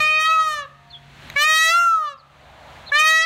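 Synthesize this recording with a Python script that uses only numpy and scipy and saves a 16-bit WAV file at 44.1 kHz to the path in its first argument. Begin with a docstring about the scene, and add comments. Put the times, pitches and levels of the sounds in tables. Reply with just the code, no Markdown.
"""A peacock wails three times close by in an outdoor enclosure; the last wail is cut off by the end.
Each call is a reedy pulse tone of summed harmonics, shaped by two throat resonances and a brassy treble, with rough
breaks; in the first two its weight drops from the upper resonance to the lower. Fence, building and trees echo it.
Behind it a small bird chirps in falling sine sweeps, something ticks in damped modes, machinery hums far off in
wavering sines and the open air washes as coloured noise. The recorder's gain control ducks it all and recovers slowly."""
import sys
import numpy as np
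from scipy import signal
from scipy.fft import rfft, irfft
from scipy.io import wavfile
from scipy.ndimage import uniform_filter1d

SR = 44100
rng = np.random.default_rng(int(sys.argv[2]) if len(sys.argv) > 2 else 0)


def file_out(sig):
    """Save sig as 16-bit WAV at sys.argv[1]."""
    # one column per channel
    cols = np.atleast_2d(sig).T
    # limit, then scale
    lim = np.clip(cols, -1, 1)
    pcm = np.round(lim * 32767).astype(np.int16)
    wavfile.write(sys.argv[1], SR, pcm)


N = 143325  # 3.25 s

UPPER_WIDTH_HZ = 303  # width of the upper throat resonance
TREBLE_FROM_HZ, HIGH_FROM_HZ = 2710, 5060  # lower edges of the treble and the high treble
JITTER_HZ = 350  # speed of the voice's irregularity
RELEASE_S = 0.012


def undb(db):
    """Decibels to gain."""
    return 10 ** (np.asarray(db) / 20)


def unit(x):
    """Scale to rms 1."""
    return x / np.sqrt(np.mean(x ** 2))


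def walk(rate_hz):
    """Random wander with spread 1, drawn on a coarse grid and slower than about rate_hz."""
    size = 8192
    f = np.arange(size // 2 + 1) * SR / N
    spectrum = rfft(rng.standard_normal(size)) / (1 + (f / rate_hz) ** 4)
    coarse = unit(irfft(spectrum))
    return np.interp(np.arange(N) * size / N, np.arange(size), coarse)


def noise(points):
    """Noise of rms 1, coloured by (f/Hz, level/dB) points joined on a logarithmic frequency axis."""
    hz, db = np.array(points, float).T
    f = np.arange(N // 2 + 1) * SR / N + 1e-9
    colour = undb(np.interp(np.log(f), np.log(hz), db))
    return unit(irfft(rfft(rng.standard_normal(N)) * colour, N))


def bell(x, centre, width):
    """Gaussian hump of height 1; width is its standard deviation."""
    return np.exp(-.5 * ((x - centre) / width) ** 2)


def wavering_tones(rows):
    """Steady sines of (f/Hz, level/dB) whose pitch and level wander a little."""
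    waver_hz = 0.57
    total = 0
    for hz, db in rows:
        level = undb(db + walk(4.1))
        phase = 2 * np.pi * np.cumsum(hz + waver_hz * walk(5.0)) / SR
        total = total + level * np.sqrt(2) * np.sin(phase)
    return total


def yard(x):
    """Diffuse echo of trees and walls: decaying noise whose treble dies first."""
    t60_s, treble_t60_s = 0.69, 0.48
    t = np.arange(SR) / SR
    hiss = rng.standard_normal(SR)
    low = signal.sosfilt(signal.butter(2, 1800 / (SR / 2), output="sos"), hiss)
    tail = low * np.exp(-np.log(1000) * t / t60_s)
    tail += 0.71 * hiss * np.exp(-np.log(1000) * t / treble_t60_s)
    tail *= np.minimum(t / 0.022, 1)  # the echoes gather over 22 ms
    return signal.fftconvolve(x, tail / np.sqrt(np.sum(tail ** 2)))[:N]


def open_air_wash():
    """Wash of the open air: coloured noise whose level drifts."""
    # spectrum of the wash: (f/Hz, relative level/dB per Hz)
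    wash_colour = [(25, -22), (62, 1.5), (100, -4.5), (170, -7), (260, -10), (430, -16), (650, -11.5),
                   (1200, -12.5), (1700, -10.5), (2800, -14), (4200, -17.5), (5000, -29), (6400, -27.5),
                   (9500, -36.5), (15500, -42)]
    # middle of the drifting level: (t/s, level/dB)
    wash_level = [(0, -36.5), (.8, -44.5), (1.3, -43.5), (1.9, -46), (2.3, -51), (2.7, -46), (3.25, -43)]
    t = np.arange(N) / SR
    level_db = np.interp(t, *np.array(wash_level).T) + 2.6 * walk(2.1)
    return undb(level_db) * noise(wash_colour)


def soft_swell():
    """A soft rush with a little rumble: coloured noise that swells once."""
    # spectrum of the rush: (f/Hz, relative level/dB per Hz)
    rush_colour = [(30, -13.5), (65, 4), (130, -20), (400, -13), (620, 3.5), (850, 2), (1500, -8),
                   (8000, -51)]
    peak_s, spread_s, peak_db = 2.72, 0.36, -45
    return undb(peak_db) * bell(np.arange(N) / SR, peak_s, spread_s) * noise(rush_colour)


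def distant_hum():
    """Distant machinery: low wavering sines that recede after a while."""
    # lines of the hum before it recedes: (f/Hz, mean level/dB)
    hum_lines = [(66, -60.5), (140.5, -49), (233, -64)]
    fade_from_s, fade_db_per_s = 0.98, -5
    t = np.arange(N) / SR
    return wavering_tones(hum_lines) * undb(fade_db_per_s * np.maximum(t - fade_from_s, 0))


def passing_whine():
    """A faint whine of wavering sines that comes and goes."""
    # lines of the whine at its strongest: (f/Hz, mean level/dB)
    whine_lines = [(701, -50), (934, -55.5)]
    peak_s, spread_s = 0.89, 0.13
    return wavering_tones(whine_lines) * bell(np.arange(N) / SR, peak_s, spread_s)


def tick():
    """One small dry tick near the microphone: struck modes that die within milliseconds."""
    # modes of the ticking object: (f/Hz, level/dB relative to the tick, t60/s)
    tick_modes = [(2060, -4, 0.021), (2320, -5, 0.016), (3920, -3, 0.017), (6400, -9.5, 0.0095),
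                  (12500, -8, .003)]
    tick_s, tick_db = 1.3008, -23.5
    t = np.maximum(np.arange(N) / SR - tick_s, 0)
    modes = 0
    for hz, db, t60 in tick_modes:
        modes = modes + undb(db) * np.exp(-np.log(1000) * t / t60) * np.sin(2 * np.pi * hz * t)
    return undb(tick_db) * modes


def small_bird():
    """A small bird's slightly buzzy down-slurs: falling sines, smeared by the leaves of the trees."""
    # chirps before leaves and yard: (t/s, length/s, start f/Hz, end f/Hz, peak level/dB)
    chirps = [(0.895, 0.037, 4470, 3950, -40.5), (0.917, 0.071, 3577, 3130, -33.5),
              (2.167, .06, 5240, 3700, -48), (2.855, 0.054, 4140, 4060, -37.5),
              (2.885, .025, 3750, 3420, -42)]
    buzz, yard_db, leaf_decay_s = .026, -13, .006  # buzz: share of the pitch
    t, song = np.arange(N) / SR, np.zeros(N)
    for at, length, from_hz, to_hz, db in chirps:
        progress = np.clip((t - at) / length, 0, 1)
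        hz = (from_hz + (to_hz - from_hz) * progress) * (1 + buzz * walk(250))
        swell = np.sin(np.pi * progress) ** 2
        song += np.sqrt(2) * undb(db) * swell * np.sin(2 * np.pi * np.cumsum(hz) / SR)
    leaves = rng.standard_normal(N) * np.exp(-t / leaf_decay_s)
    leaves /= np.sqrt(np.sum(leaves ** 2))
    song = song + .5 * signal.fftconvolve(song, leaves)[:N]
    return song + undb(yard_db) * yard(song)


def roughness(t):
    """How rough the voice is at its breaks."""
    # rough stretches: (t/s, spread/s, roughness 0-1)
    breaks = [(0.023, .055, 0.32), (0.198, 0.029, 0.2), (1.444, 0.027, 0.6), (1.714, 0.029, 0.21),
              (2.996, 0.01, 0.6), (3.032, 0.012, 0.7)]
    return sum(amount * bell(t, at, spread) for at, spread, amount in breaks)


def pulse_phase(t, on, hz, rough):
    """Phase of the syrinx pulses, jittered most at the breaks."""
    waver, jitter, rough_jitter = .0008, .00022, .0016  # shares of the pitch
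    stumble_rad = .02
    unsteady = waver * walk(27)[on] + (jitter + rough_jitter * rough) * walk(JITTER_HZ)[on]
    phase = 2 * np.pi * np.cumsum(hz * (1 + unsteady)) / SR
    return phase + stumble_rad * rough * walk(JITTER_HZ)[on]  # at a break the pulses come early or late


def near_ripple(f, k, on, flutter):
    """Short reflections make the harmonics ripple as the pitch glides; the third and up also flutter."""
    # ground and railing: (delay/s, gain)
    near_reflections = [(.0034, 0.12), (.0083, 0.11), (0.0136, 0.17)]
    ripple = 1 + sum(gain * np.exp(-2j * np.pi * f * delay) for delay, gain in near_reflections)
    wander = np.array([walk(20)[on] + 1j * walk(18)[on] for _ in k[2:]])
    ripple[2:] += flutter * np.minimum(np.sqrt(k[2:] / 3), 2) * wander
    return ripple


def brassy_treble(f, k, on, rough, ripple, high_db):
    """Brassy colour of the harmonics; it softens toward the top when the high treble is weak."""
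    # colour of the treble: (f/Hz, relative level/dB)
    treble_colour = [(2800, 9), (3250, -2.5), (3850, 3), (4400, -3.5), (5100, -12.5), (5750, -9.5),
                     (6400, -9.5), (7400, -18), (9400, -19), (10400, -27.5), (12000, -24.5), (15500, -29.5)]
    flicker_db = 6.5  # spread at full roughness
    soft_tilt, brassy_db = 0.061, -49  # dB per octave lost for each dB of high treble below brassy_db
    flicker = undb(np.array([flicker_db * rough * walk(100)[on] for _ in k]))
    brass = undb(np.interp(f, *np.array(treble_colour).T)) * flicker * np.abs(ripple)
    octaves_up = np.maximum(np.log2(f / HIGH_FROM_HZ), 0)
    return brass * undb(-soft_tilt * np.maximum(brassy_db - high_db, 0) * octaves_up)


def fundamental(t, on, upper_db):
    """Size of the fundamental, which follows the upper resonance and briefly thins out."""
    # hollows in the fundamental: (t/s, spread/s, level change/dB)
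    hollows = [(0.255, 0.014, -21), (1.463, 0.0082, -14), (1.59, 0.018, -9.5), (3.03, .013, -1)]
    full_db, full_voice_db = -36, -18.5  # fundamental and upper resonance at full voice, before voice gain
    growth, flicker_db = 0.38, 2  # dB per dB of the upper resonance; dB spread
    size = undb(full_db + growth * (upper_db - full_voice_db) + flicker_db * walk(11)[on])
    return size * undb(sum(db * bell(t, at, spread) for at, spread, db in hollows))


def ringing_lag(f, upper_hz):
    """Each resonance delays the harmonics near it, so that a pulse rings through the whole cycle."""
    # throat resonances that ring on after each pulse: [f/Hz]
    ringing = [1266, 3680, 6000, 9130]
    width_hz = 250
    lag = sum(2 * np.arctan((f - centre) / width_hz) for centre in ringing)
    return lag + 2 * np.arctan((f - upper_hz) / UPPER_WIDTH_HZ)


def breath(on, phase, rough, effort, high_db):
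    """Air hiss that pulses with the voice and rises at the breaks and with the high treble."""
    air_db, rough_air_db, treble_air_db = -59, -29, -31  # relative to effort, effort and high treble
    air = noise([(1200, -10), (4000, -11.5), (7000, 1), (9500, -2), (15000, -24)])[on]
    level = effort * (undb(air_db) + undb(rough_air_db) * rough) + undb(high_db + treble_air_db)
    return air * level * (1 + np.cos(phase))


def wail(pitch, throat, flutter):
    """One call: harmonics of the syrinx through two throat resonances and a brassy treble, plus air."""
    attack_s, fade_s_per_harmonic = 0.011, .006
    stumble_shimmer, half_line_db = .16, -32.5
    clock = np.arange(N) / SR
    pitch, throat = np.array(pitch), np.array(throat)
    start, end = throat[0, 0], throat[-1, 0] + 2 * RELEASE_S
    on = (clock >= start) & (clock < end)
    t = clock[on]
    lower_db, upper_db, upper_hz, treble_db, high_db = (
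        np.interp(t, throat[:, 0], column) for column in throat.T[1:])
    rough = roughness(t)
    hz = uniform_filter1d(np.interp(t, *pitch.T), size=1000, mode="nearest")  # glides rounded over 23 ms
    phase = pulse_phase(t, on, hz, rough)
    k = np.arange(1, 29)[:, None]  # harmonic numbers
    f = k * hz
    ripple = near_ripple(f, k, on, flutter)
    brass = brassy_treble(f, k, on, rough, ripple, high_db)

    def above(edge_hz):
        """Soft step up at a frequency edge."""
        return .5 + .5 * np.tanh((f - edge_hz) / 120)

    def share(weights, db):
        """Spread one band's level over its harmonics."""
        return weights / np.sqrt(np.sum(weights ** 2, axis=0) + 1e-18) * undb(db)

    size = share(bell(f, upper_hz, UPPER_WIDTH_HZ) * (k > 2), upper_db)
    size += share(brass * above(TREBLE_FROM_HZ) * (1 - above(HIGH_FROM_HZ)), treble_db)
    size += share(brass * above(HIGH_FROM_HZ), high_db)
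    size[0] = fundamental(t, on, upper_db)
    size[1] = undb(lower_db)  # the second harmonic carries the lower resonance
    fade = np.clip((end - t) / (fade_s_per_harmonic * k), 0, 1)
    size *= fade ** (1 + (k > 8))  # the upper harmonics die first
    size[8:] *= 1 + stumble_shimmer * rough * walk(JITTER_HZ)[on]

    angles = k * phase - ringing_lag(f, upper_hz) + np.angle(ripple)
    tone = np.sqrt(2) * np.sum(size * np.sin(angles), axis=0)
    # lines at half the pitch spacing appear at the breaks
    tone *= 1 + undb(half_line_db) * rough * walk(39.8)[on] * np.cos(phase / 2)
    effort = np.hypot(undb(lower_db), undb(upper_db))
    air = breath(on, phase, rough, effort, high_db)
    gate = np.clip((t - start) / attack_s, 0, 1) * np.clip((end - t) / RELEASE_S, 0, 1)
    call = np.zeros(N)
    call[on] = (tone + air) * np.sin(np.pi / 2 * gate) ** 2
    return call


def peacock():
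    """The close calls, dull delayed echoes from fence and building, and the diffuse yard."""
    # one table per call: (t/s, pitch f/Hz)
    call_pitch = [
        [(0.0, 612), (0.208, 626.4), (0.33, 644), (0.44, 631.5), (0.51, 615), (0.624, 569), (0.66, 537)],
        [(1.355, 556), (1.411, 593.7), (1.469, 622.6), (1.679, 649.2), (1.753, 687.8), (1.819, 692.3),
         (1.869, 683), (1.979, 641.8), (2.119, 561.1), (2.165, 533)],
        [(2.915, 566), (2.927, 565.3), (2.961, 596.7), (3.019, 621), (3.099, 636), (3.197, 644.3),
         (3.25, 655.7)],
    ]
    # one table per call, levels before voice gain: (t/s, lower resonance level/dB, upper resonance level/dB,
    # upper resonance f/Hz, treble level/dB, high treble level/dB)
    call_throat = [
        [(0.0, -22, -17.5, 2226, -27.5, -36), (0.1, -21.5, -16, 2400, -30.5, -41.5),
         (0.178, -25.5, -15.5, 2370, -29, -45.5), (0.212, -21.5, -21, 2140, -27.5, -32.5),
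         (0.24, -22.5, -21.5, 2280, -27, -36), (0.258, -19, -19, 2150, -22, -37.5),
         (0.288, -13.5, -28, 2080, -27.5, -43), (0.306, -15.5, -23, 2340, -28, -38),
         (0.33, -15, -21, 2430, -35, -40.5), (0.378, -13, -31, 2320, -36, -44.5),
         (0.404, -13.5, -30, 2000, -31.5, -40.5), (0.478, -20.5, -32, 2128, -36, -40),
         (0.524, -23.5, -27.5, 1900, -33, -38.5), (0.564, -31.5, -30, 1850, -36.5, -42.5),
         (0.596, -28.5, -29.5, 1780, -38, -44), (0.645, -42, -44.5, 1720, -43.5, -53)],
        [(1.352, -53, -75, 2080, -68, -68), (1.365, -34, -21, 2055, -39.5, -53),
         (1.384, -32.5, -16, 2010, -28, -36.5), (1.424, -19, -18, 1990, -17, -24.5),
         (1.464, -20, -15.5, 2230, -29.5, -34), (1.495, -20.5, -15, 2100, -23.5, -28),
         (1.57, -20.5, -17, 2080, -19.5, -26), (1.63, -23, -14.5, 2100, -23, -26),
         (1.7, -22, -17, 2090, -21, -26), (1.748, -12.5, -32, 2360, -25.5, -34.5),
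         (1.814, -13, -28.5, 2540, -43.5, -34), (1.954, -14, -55.5, 2554, -47.5, -48),
         (1.996, -19.5, -47.5, 1917, -54.5, -53), (2.08, -24.5, -39, 1770, -39.5, -54.5),
         (2.13, -46.5, -46, 1690, -49.5, -58), (2.17, -52, -90, 1654, -66, -90)],
        [(2.914, -30, -46, 1770, -48, -59), (2.923, -31, -14, 1730, -46, -50),
         (2.936, -28, -16.5, 1890, -28, -45), (2.956, -20.5, -12, 1950, -25, -35),
         (2.98, -19, -17.5, 1950, -18.5, -38.5), (2.994, -18.5, -16, 2170, -21, -25.5),
         (3.004, -18, -13.5, 2260, -22, -25.5), (3.036, -16.5, -16, 2250, -28, -34.5),
         (3.078, -19.5, -14.5, 2110, -20, -25.5), (3.13, -21.5, -14, 2080, -23.5, -30.5),
         (3.2, -25.5, -14, 2040, -27, -29), (3.24, -24, -19.5, 2070, -21.5, -21)],
    ]
    # one row per call: (strength of its echoes level/dB, flutter of the single harmonics 0-1)
    call_scatter = [(0.5, 0.21), (-4, 0.18), (-5, 0.25)]
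    # fence and building: (delay/s, level/dB relative to the sound thrown at them)
    wall_echoes = [(.027, -17), (0.061, -20.5), (0.141, -33.5), (0.259, -39)]
    voice_gain_db, yard_db, echo_top_hz = 9, -24.5, 1960
    t = np.arange(N) / SR
    calls = [undb(voice_gain_db) * wail(pitch, throat, flutter)
             for pitch, throat, (_, flutter) in zip(call_pitch, call_throat, call_scatter)]
    thrown = sum(undb(db) * call for call, (db, _) in zip(calls, call_scatter))
    dull = signal.sosfilt(signal.butter(2, echo_top_hz / (SR / 2), output="sos"), thrown)
    echoes = sum(undb(db) * np.interp(t - delay, t, dull, left=0) for delay, db in wall_echoes)
    return sum(calls) + echoes + undb(yard_db) * yard(thrown)


def scene():
    """Everything at the one microphone."""
    background = open_air_wash() + soft_swell() + distant_hum() + passing_whine()
    return (background + tick() + small_bird() + peacock())[None]


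def record(dry):
    """Recorder: gain control that ducks fast and recovers slowly, then a steep cut of the top."""
    threshold_db, range_db, release_db_per_s = -16, 10.5, 14.5
    top_hz = 15750
    power = np.abs(uniform_filter1d(dry[0] ** 2, size=200))  # over 4.5 ms
    over_db = 10 * np.log10(power + 1e-12) - threshold_db
    recovery = release_db_per_s * np.arange(N) / SR
    # up to 7 dB beyond the range is remembered, which delays the recovery
    held_db = np.maximum.accumulate(np.clip(over_db, 0, range_db + 7) + recovery) - recovery
    gain = undb(-uniform_filter1d(np.minimum(held_db, range_db), size=200))
    return signal.sosfilt(signal.ellip(10, .2, 70, top_hz, fs=SR, output="sos"), dry * gain)


dry = scene()
out = record(dry)
file_out(out)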